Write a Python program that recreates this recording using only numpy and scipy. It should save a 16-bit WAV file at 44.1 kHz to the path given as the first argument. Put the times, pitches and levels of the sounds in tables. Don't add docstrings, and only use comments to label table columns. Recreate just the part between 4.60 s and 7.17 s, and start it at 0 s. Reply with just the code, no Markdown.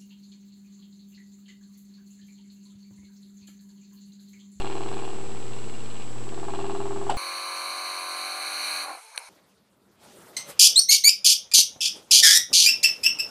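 import sys
import numpy as np
from scipy import signal
from scipy.fft import rfft, irfft, next_fast_len
from scipy.io import wavfile
from scipy.ndimage import map_coordinates

SR = 44100
rng = np.random.default_rng(int(sys.argv[2]) if len(sys.argv) > 2 else 0)


def gain_from_db(level_db):
    decades = np.asarray(level_db, float) / 20
    return 10 ** decades


def store_wav(level_fs):
    pcm = np.round(np.clip(np.atleast_2d(level_fs), -1, 1) * 32767)
    wavfile.write(sys.argv[1], SR, pcm.T.astype(np.int16))


N = 113337

# (swing number [count], time [s])
KNOCK_CLOCK = [(-2, -.0608), (0, .0468), (7, .4241), (16, .9114), (30, 1.670), (33, 1.8315), (38, 2.0979),
               (45, 2.4682), (47, 2.5738)]
# (swing number [count], time [s])
TICK_CLOCK = [(0, .0206), (4, .2353), (11, .6123), (18, .9887), (26, 1.4237), (31, 1.6918), (36, 1.9579),
              (45, 2.436)]
# (time [s], knock [dB], tick [dB], coil clicks [dB])
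SWING = [(0, -22, -33, -30.5), (.2, -25, -33.5, -35.5), (.4, -25, -36.5, -34), (.66, -34.5, -41.5, -41.5),
         (.95, -36, -40, -40), (1.25, -38.5, -39, -39.5), (1.4, -36.5, -41, -35), (1.52, -37.5, -45, -68),
         (1.7, -32, -38.5, -60), (1.9, -22, -39.5, -33.5), (2.06, -23, -41, -33.5), (2.25, -23, -57, -38),
         (2.48, -25.5, -62, -41.5)]
# (lag [s], early thud [dB], late thud [dB], click [dB])
CHATTER = [
    (-.003, -8, -8, -18),
    (-.0005, -1.5, -1.5, -6),
    (.004, -14, -7, -16),
    (.0098, -12, -5, -3),
    (.013, -5, -9, -14),
    (.02, -6, -8, -5),
    (.0265, -5, -11, -16),
    (.034, -18, -24, -8),
    (.043, -18, -24, -12),
]
# (frequency [Hz], width [Hz], level [dB])
DOOR_MODES = [(550, 80, -8), (665, 45, -14), (738, 40, -1), (818, 45, 1), (890, 220, -5), (1000, 60, -7),
              (1075, 50, -6), (1125, 50, -11), (1320, 70, -6), (1620, 120, -8)]
# (frequency [Hz], width [Hz], level [dB])
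COIL_MODES = [(1750, 250, -13), (2450, 260, -6), (2790, 170, 0), (3250, 350, -7), (4035, 170, -4),
              (7200, 1500, -17)]
FOCUS = {"door": (880, 700), "coils": (3300, 4000)}
# (order [count], sign at the knock [+-1], early [dB], late [dB])
OVERTONES = [(11, 1, -12, -11), (14, 1, -15, -13), (15, -1, -14, -13), (16, 1, -3, -6), (17, 1, -3, -4),
             (18, 1, -8, -13), (19, 1, 0, -40), (19, -1, -40, 0), (20, 1, -16, -7), (22, 1, -17, -5),
             (23, 1, -7, -22), (24, 1, -8, -15)]
# (time [s], overtones [dB], main overtone [dB], upper overtone [dB])
SONG = [(0, -43, -40, -49), (.33, -45, -40, -47), (.6, -53, -44, -49), (.9, -59, -48, -49),
        (1.2, -57, -55, -55), (1.5, -55, -58, -58), (1.8, -47, -42, -50), (2.0, -42, -37, -66),
        (2.2, -42, -34, -68), (2.48, -44, -35, -62)]
# (frequency [Hz], density [dB per Hz])
AIR_SPECTRUM = [(22, -22), (170, -17.5), (430, -16), (620, -24.5), (1100, -26), (2000, -32.5), (2900, -33),
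                (11000, -42)]
# (frequency [Hz], level [dB rms])
HUM = [(119.95, -46)]
# (frequency [Hz], level [dB rms])
SIDE_LINES = [(7864.1, -61.5), (6627, -76), (6655.9, -76)]
# (time [s], level [full scale])
OFFSET = [(0, -.0805), (.35, -.083), (.7, -.082), (1.25, -.0765), (1.9, -.0705), (2.57, -.0665)]
# (time [s], peak [dB], frequency [Hz], rise [s], T60 [s])
SLAP = [
    (2.4936, -11.5, 850, 0.0052, 0.0096),
    (2.5055, -20.5, 739, 0.0048, 0.013),
    (2.5135, -25, 740, 0.0036, 0.021),
    (2.5205, -19.5, 727, 0.0028, 0.025),
    (2.542, -26.5, 812, 0.0016, 0.039),
]
# (time [s], level [dB], T60 [s])
CRACKS = [
    (2.4971, -18.5, 0.011),
    (2.5, -25, 0.064),
    (2.51, -32.5, 0.043),
    (2.517, -35.5, 0.074),
    (2.543, -35, 0.048),
]
# (frequency [Hz], level [dB])
CRACK_SPECTRUM = [(300, 9), (1400, 5.5), (2100, -8), (3000, 1), (4200, -8), (6000, -16.5), (7600, -17),
                  (10000, -22)]

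STOP_S, STOP_T60_S = 2.497, .2
TURN_S = (1.2, 1.6)
THUD_S, CLICK_S = .0007, .00018
SCATTER_S, SCATTER_DB = .00008, 1
RATTLE_S, TICK_SCATTER_DB = (0, .0008, .0019), 1.8
ROOM_T60_S, ROOM_DB, SLAP_DRY_DB = .2, -8, -1.5
MAIN_ORDER, UPPER_ORDER, LOW_ORDER, LOW_DB = 21, 25, 12, -53
LEAD_CYCLES, MAIN_LEAD_CYCLES = .65, (.92, .6)
WANDER_RAD, WANDER_DB = .2, 1
AIR_DB = -43.5
WHINE_HZ, WHINE_DB = 7711.5, -52.5
SLIPS_PER_S, SLIP_AT_S, SLIP_S, SLIP_SHARE = 28.87, .0157, .00078, .79
CRACK_RISE_S = .0015
SNAP_S, SNAP_DB, SNAP_HZ, SNAP_LEN_S = 2.4997, -32, (7430, 7950), .00084
TOP_HZ, TOP_ORDER = 11140, 32


def unit(x):
    return x / np.sqrt(np.mean(x ** 2) + 1e-20)


def clock():
    return np.arange(N) / SR


def wobble(rate_hz):
    knots = rng.standard_normal(int(N * rate_hz / SR) + 4)
    return map_coordinates(knots, [np.arange(N) * rate_hz / SR])


def filtered(x, response):
    m = next_fast_len(N + SR // 2)
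    hz = np.fft.rfftfreq(m, 1 / SR)
    return irfft(rfft(x, m) * response(hz), m)[:N]


def coloured(x, points):
    f, db = np.transpose(points)
    return filtered(x, lambda hz: gain_from_db(np.interp(np.log(hz + 1), np.log(f + 1), db)))


def resonance(hz, centre_hz, width_hz):
    damping = 1j * hz * width_hz
    return damping / (centre_hz * centre_hz - hz * hz + damping)


def struck(times_s, gains, modes, contact_s, focus):
    def ring(hz):
        body = sum(gain_from_db(db) * resonance(hz, centre, width) for centre, width, db in modes)
        return body * resonance(hz, *FOCUS[focus]) * np.exp(-.5 * (hz * contact_s) ** 2)

    early = SR // 20
    at = np.round(times_s * SR).astype(int) + early
    keep = (times_s > -.04) & (times_s < STOP_S)
    blows = np.bincount(at[keep], gains[keep], N)[:N]
    rung = filtered(blows, ring)
    one_blow = filtered(np.arange(N) == early, ring)
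    return np.pad(rung[early:], (0, early)) / np.abs(one_blow).max()


def swing(s, axis):
    rows = np.array(SWING)
    return gain_from_db(np.interp(s, rows[:, 0], rows[:, axis]))


def beats(table):
    n, s = np.transpose(table)
    return np.interp(np.arange(n[0], n[-1] + 1), n, s)


def chatter():
    lag, early_db, late_db, click_db = np.transpose(CHATTER)
    knock = beats(KNOCK_CLOCK)[:, None]
    tick = beats(TICK_CLOCK) - .001
    contact = knock + lag
    luck = rng.standard_normal((3,) + contact.shape)

    turn = np.interp(knock, TURN_S, [0, 1])
    thud_db = early_db + turn * (late_db - early_db) + SCATTER_DB * luck[0]
    thud = -swing(knock, axis=1) * gain_from_db(thud_db)

    click = swing(knock, axis=3) * gain_from_db(click_db)
    when = np.r_[(contact + .0007 * luck[2]).ravel(), tick][:, None] + RATTLE_S
    size = np.r_[click.ravel(), swing(tick, axis=2)][:, None]
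    touch = rng.standard_normal((2,) + when.shape)
    size = size * gain_from_db(TICK_SCATTER_DB * touch[0])

    door = struck(contact + SCATTER_S * luck[1], thud, DOOR_MODES, THUD_S, "door")
    coils = struck(when + .0002 * touch[1], size, COIL_MODES, CLICK_S, "coils")
    return door + coils


def twang():
    t = clock()
    n, s = np.transpose(KNOCK_CLOCK)
    swings = np.interp(t, s, n)
    turn = np.interp(t, TURN_S, [0, 1])
    at, *levels = np.transpose(SONG)
    many, main, upper = (gain_from_db(np.interp(t, at, db)) for db in levels)

    def tone(order, lead=LEAD_CYCLES):
        phase = 2 * np.pi * (order * swings + lead) + WANDER_RAD * wobble(4.3)
        return np.cos(phase) * gain_from_db(WANDER_DB * wobble(5.97))

    song = many * sum(sign * gain_from_db(a + turn * (b - a)) * tone(k) for k, sign, a, b in OVERTONES)
    song += main * tone(MAIN_ORDER, np.interp(t, TURN_S, MAIN_LEAD_CYCLES))
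    song += upper * tone(UPPER_ORDER)
    song += gain_from_db(LOW_DB) * tone(LOW_ORDER)
    stop = gain_from_db(-60 * np.maximum(t - STOP_S, 0) / STOP_T60_S)
    return np.sqrt(2) * stop * song


def room_feed(near):
    return near * np.where(clock() > SLAP[0][0], gain_from_db(SLAP_DRY_DB), 1)


def room(x):
    t = np.arange(SR // 3) / SR
    tail = rng.standard_normal(len(t)) * gain_from_db(-60 * t / ROOM_T60_S) * (t > .004)
    return gain_from_db(ROOM_DB) * signal.fftconvolve(x, tail / np.linalg.norm(tail))[:N]


def air():
    hum = np.zeros(N)
    for hz, db in HUM:
        level = gain_from_db(db + 1.17 * wobble(7.97))
        hum += level * np.sin(2 * np.pi * hz * clock() + .5 * wobble(12))
    drift_db = .3 * wobble(3)
    hiss = unit(coloured(rng.standard_normal(N), AIR_SPECTRUM))
    return gain_from_db(AIR_DB + drift_db) * hiss + np.sqrt(2) * hum


def whine():
    t = clock()
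    u = ((t - SLIP_AT_S) * SLIPS_PER_S + .5) % 1 - .5
    jump = .5 * np.tanh(u / SLIPS_PER_S / SLIP_S)
    slip = (1 - SLIP_SHARE) * u + SLIP_SHARE * jump
    tone = gain_from_db(WHINE_DB) * np.sin(2 * np.pi * (WHINE_HZ * t - slip))
    side = sum(gain_from_db(db) * np.sin(2 * np.pi * hz * t) for hz, db in SIDE_LINES)
    return np.sqrt(2) * (tone + side)


def slap():
    t = clock()
    thuds, cracks = np.zeros(N), np.zeros(N)
    for s, db, hz, rise_s, t60_s in SLAP:
        u = np.maximum(t - s, 0)
        decay = gain_from_db(db - 60 * np.maximum(u - rise_s, 0) / t60_s)
        thuds += decay * np.minimum(u / rise_s, 1) * np.sin(2 * np.pi * hz * u)
    for s, db, t60_s in CRACKS:
        rise = np.clip((t - s) / CRACK_RISE_S, 0, 1)
        cracks += rise * gain_from_db(db - 60 * np.maximum(t - s, 0) / t60_s)
    return thuds + cracks * unit(coloured(rng.standard_normal(N), CRACK_SPECTRUM))


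def snap():
    u = clock() - SNAP_S
    pulse = np.exp(-.5 * (u / SNAP_LEN_S) ** 2)
    return gain_from_db(SNAP_DB) * pulse * sum(np.sin(2 * np.pi * hz * u) for hz in SNAP_HZ)


def scene():
    near = chatter() + slap() + snap()
    return (near + room(room_feed(near)) + twang() + air())[None]


def low_pass(x):
    return signal.sosfilt(signal.butter(12, 11990, fs=SR, output="sos"), x)


def record(dry):
    band = filtered(dry[0] + whine(), lambda hz: 1 / (1 + (hz / TOP_HZ) ** TOP_ORDER))
    offset = np.interp(clock(), *np.transpose(OFFSET))
    return low_pass(band[None] + offset)


dry = scene()
out = record(dry)
store_wav(out)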